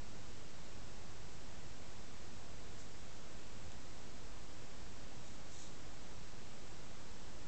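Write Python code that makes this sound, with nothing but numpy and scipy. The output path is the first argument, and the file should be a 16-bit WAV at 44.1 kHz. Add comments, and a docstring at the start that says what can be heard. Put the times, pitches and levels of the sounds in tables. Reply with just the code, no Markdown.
"""A quiet room with a terrarium, where a snake slowly drags a mouse over stones.
From the start, soft room rumble and a faint mains hum lie under the hiss of a small camera's amplifier.
At 2.8 s the snake's scales brush the ground, a friction noise made of many tiny clicks.
Near 3.7 s the low rumble swells faintly and briefly; just after, one grain of grit ticks on a stone.
Between 5.2 and 5.7 s the scales brush three more times; then the steady background is left."""
import sys
import numpy as np
from scipy import signal
from scipy.fft import rfft, irfft
from scipy.io import wavfile

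SR = 44100
rng = np.random.default_rng(int(sys.argv[2]) if len(sys.argv) > 2 else 0)


def file_out(sig):
    """Save sig as 16-bit WAV at sys.argv[1]."""
    # one column per channel
    cols = np.atleast_2d(sig).T
    # limit, then scale
    lim = np.clip(cols, -1, 1)
    pcm = np.round(lim * 32767).astype(np.int16)
    wavfile.write(sys.argv[1], SR, pcm)


N = 329427


def undb(db):
    """The decibel scale: a level becomes an amplitude ratio."""
    return 10 ** (np.asarray(db) / 20)


def level(x, db):
    """Normalisation: scale a sound to an rms level."""
    return x * undb(db) / np.sqrt(np.mean(x ** 2))


def coloured_noise(points):
    """Spectral shaping: white noise follows (f/Hz, level/dB) points joined on a log-frequency axis."""
    hz, db = np.transpose(points)
    f = np.maximum(np.fft.rfftfreq(N, 1 / SR), 1)
    gain = undb(np.interp(np.log(f), np.log(hz), db))
    return irfft(rfft(rng.standard_normal(N)) * gain, N)


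def resonate(x, hz, width_hz):
    """A second-order resonance, with gain 1 at its centre."""
    return signal.lfilter(*signal.iirpeak(hz, hz / width_hz, fs=SR), x)


def room_and_amplifier(rms_db=-53):
    """Broadband noise: room rumble falls with frequency until it meets the amplifier's flat hiss."""
    # spectrum of the noise floor: f/Hz, relative spectral density level/dB
    floor_spectrum = [(10, -9), (20, -4), (35, -0.5), (65, -3.5), (120, -4.5), (250, -9.5), (450, -12.5),
                      (750, -15.5), (1300, -19), (2100, -21.5), (3200, -23), (5000, -23.5), (7400, -24)]
    return level(coloured_noise(floor_spectrum), rms_db)


def mains_hum(t, mains_hz=49.7):
    """Harmonic vibration: an appliance hums at the mains frequency and its octave."""
    # partials of the hum: harmonic number, rms level/dB
    harmonics = [(1, -67), (2, -75)]
    return sum(np.sqrt(2) * undb(db) * np.sin(2 * np.pi * (k * mains_hz * t + rng.random()))
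               for k, db in harmonics)


def rumble_swell(t, hz=92, swell_s=.013):
    """A Gaussian tone pulse: a few low cycles add a faint, brief swell to the room rumble."""
    # pulses: centre t/s, envelope peak level/dB
    pulses = [(3.662, -48)]
    out = np.zeros(N)
    for at, db in pulses:
        envelope = undb(db) * np.exp(-((t - at) / swell_s) ** 2)
        out += envelope * np.sin(2 * np.pi * (hz * t + rng.random()))
    return out


def grit(t, low_hz=3300, high_hz=6800, decay_s=.0006):
    """Damped free vibration: a grain slips against a stone and rings briefly in two modes."""
    # ticks of grit: onset t/s, initial envelope level/dB
    ticks = [(3.7185, -39.5)]
    out = np.zeros(N)
    for at, db in ticks:
        age = np.maximum(t - at, 0)
        ring = np.sin(2 * np.pi * low_hz * age) + np.sin(2 * np.pi * high_hz * age)
        out += undb(db) * ring / 2 * np.exp(-age / decay_s)
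    return out


def rubbing_envelope(t, fade_per_rise=1.35):
    """Incoherent addition: slides sum in power, each with a Gaussian rise and an exponential decay."""
    # slides over the ground: firmest contact t/s, rise time/s, level/dB
    slides = [ (2.805, .025, -62.5), (5.27, .06, -67), (5.542, .03, -59), (5.62, 0.059, -58), ]
    power = np.zeros(N)
    for at, rise, db in slides:
        progress = (t - at) / rise
        exponent = np.where(progress < 0, progress ** 2, progress / fade_per_rise)
        power += (undb(db) * np.exp(-exponent)) ** 2
    return np.sqrt(power)


def scales(t, catches_per_s=6000, scatter_db=2):
    """Stick-slip friction: scale edges catch and let go on stone, and the clicks excite two resonances."""
    # resonances, the lower sounding later: centre f/Hz, stage bandwidth/Hz, relative level/dB, lag/s
    resonances = [(6600, 3200, 1, 0), (4030, 1160, -4.5, .018)]
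    catches = rng.random(N) < catches_per_s / SR
    clicks = catches * rng.choice([-1, 1], N) * undb(scatter_db * rng.standard_normal(N))
    out = np.zeros(N)
    for hz, width, db, lag in resonances:
        band = resonate(resonate(clicks, hz, width), hz, width)
        out += rubbing_envelope(t - lag) * level(band, db)
    return out


def scene():
    """Superposition: the steady background and the small sounds add in one channel."""
    t = np.arange(N) / SR
    return (room_and_amplifier() + mains_hum(t) + scales(t) + grit(t) + rumble_swell(t))[None]


def record(dry, rolloff_hz=7913, top_hz=8850, offset=0.014):
    """Low-pass filtering: the camera rolls off the treble, cuts the top and rests a little off zero."""
    soft = signal.sosfilt(signal.butter(N=21, Wn=rolloff_hz, fs=SR, output="sos"), dry)
    return signal.sosfilt(signal.ellip(10, .1, 70, top_hz, fs=SR, output="sos"), soft) + offset


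dry = scene()
out = record(dry)
file_out(out)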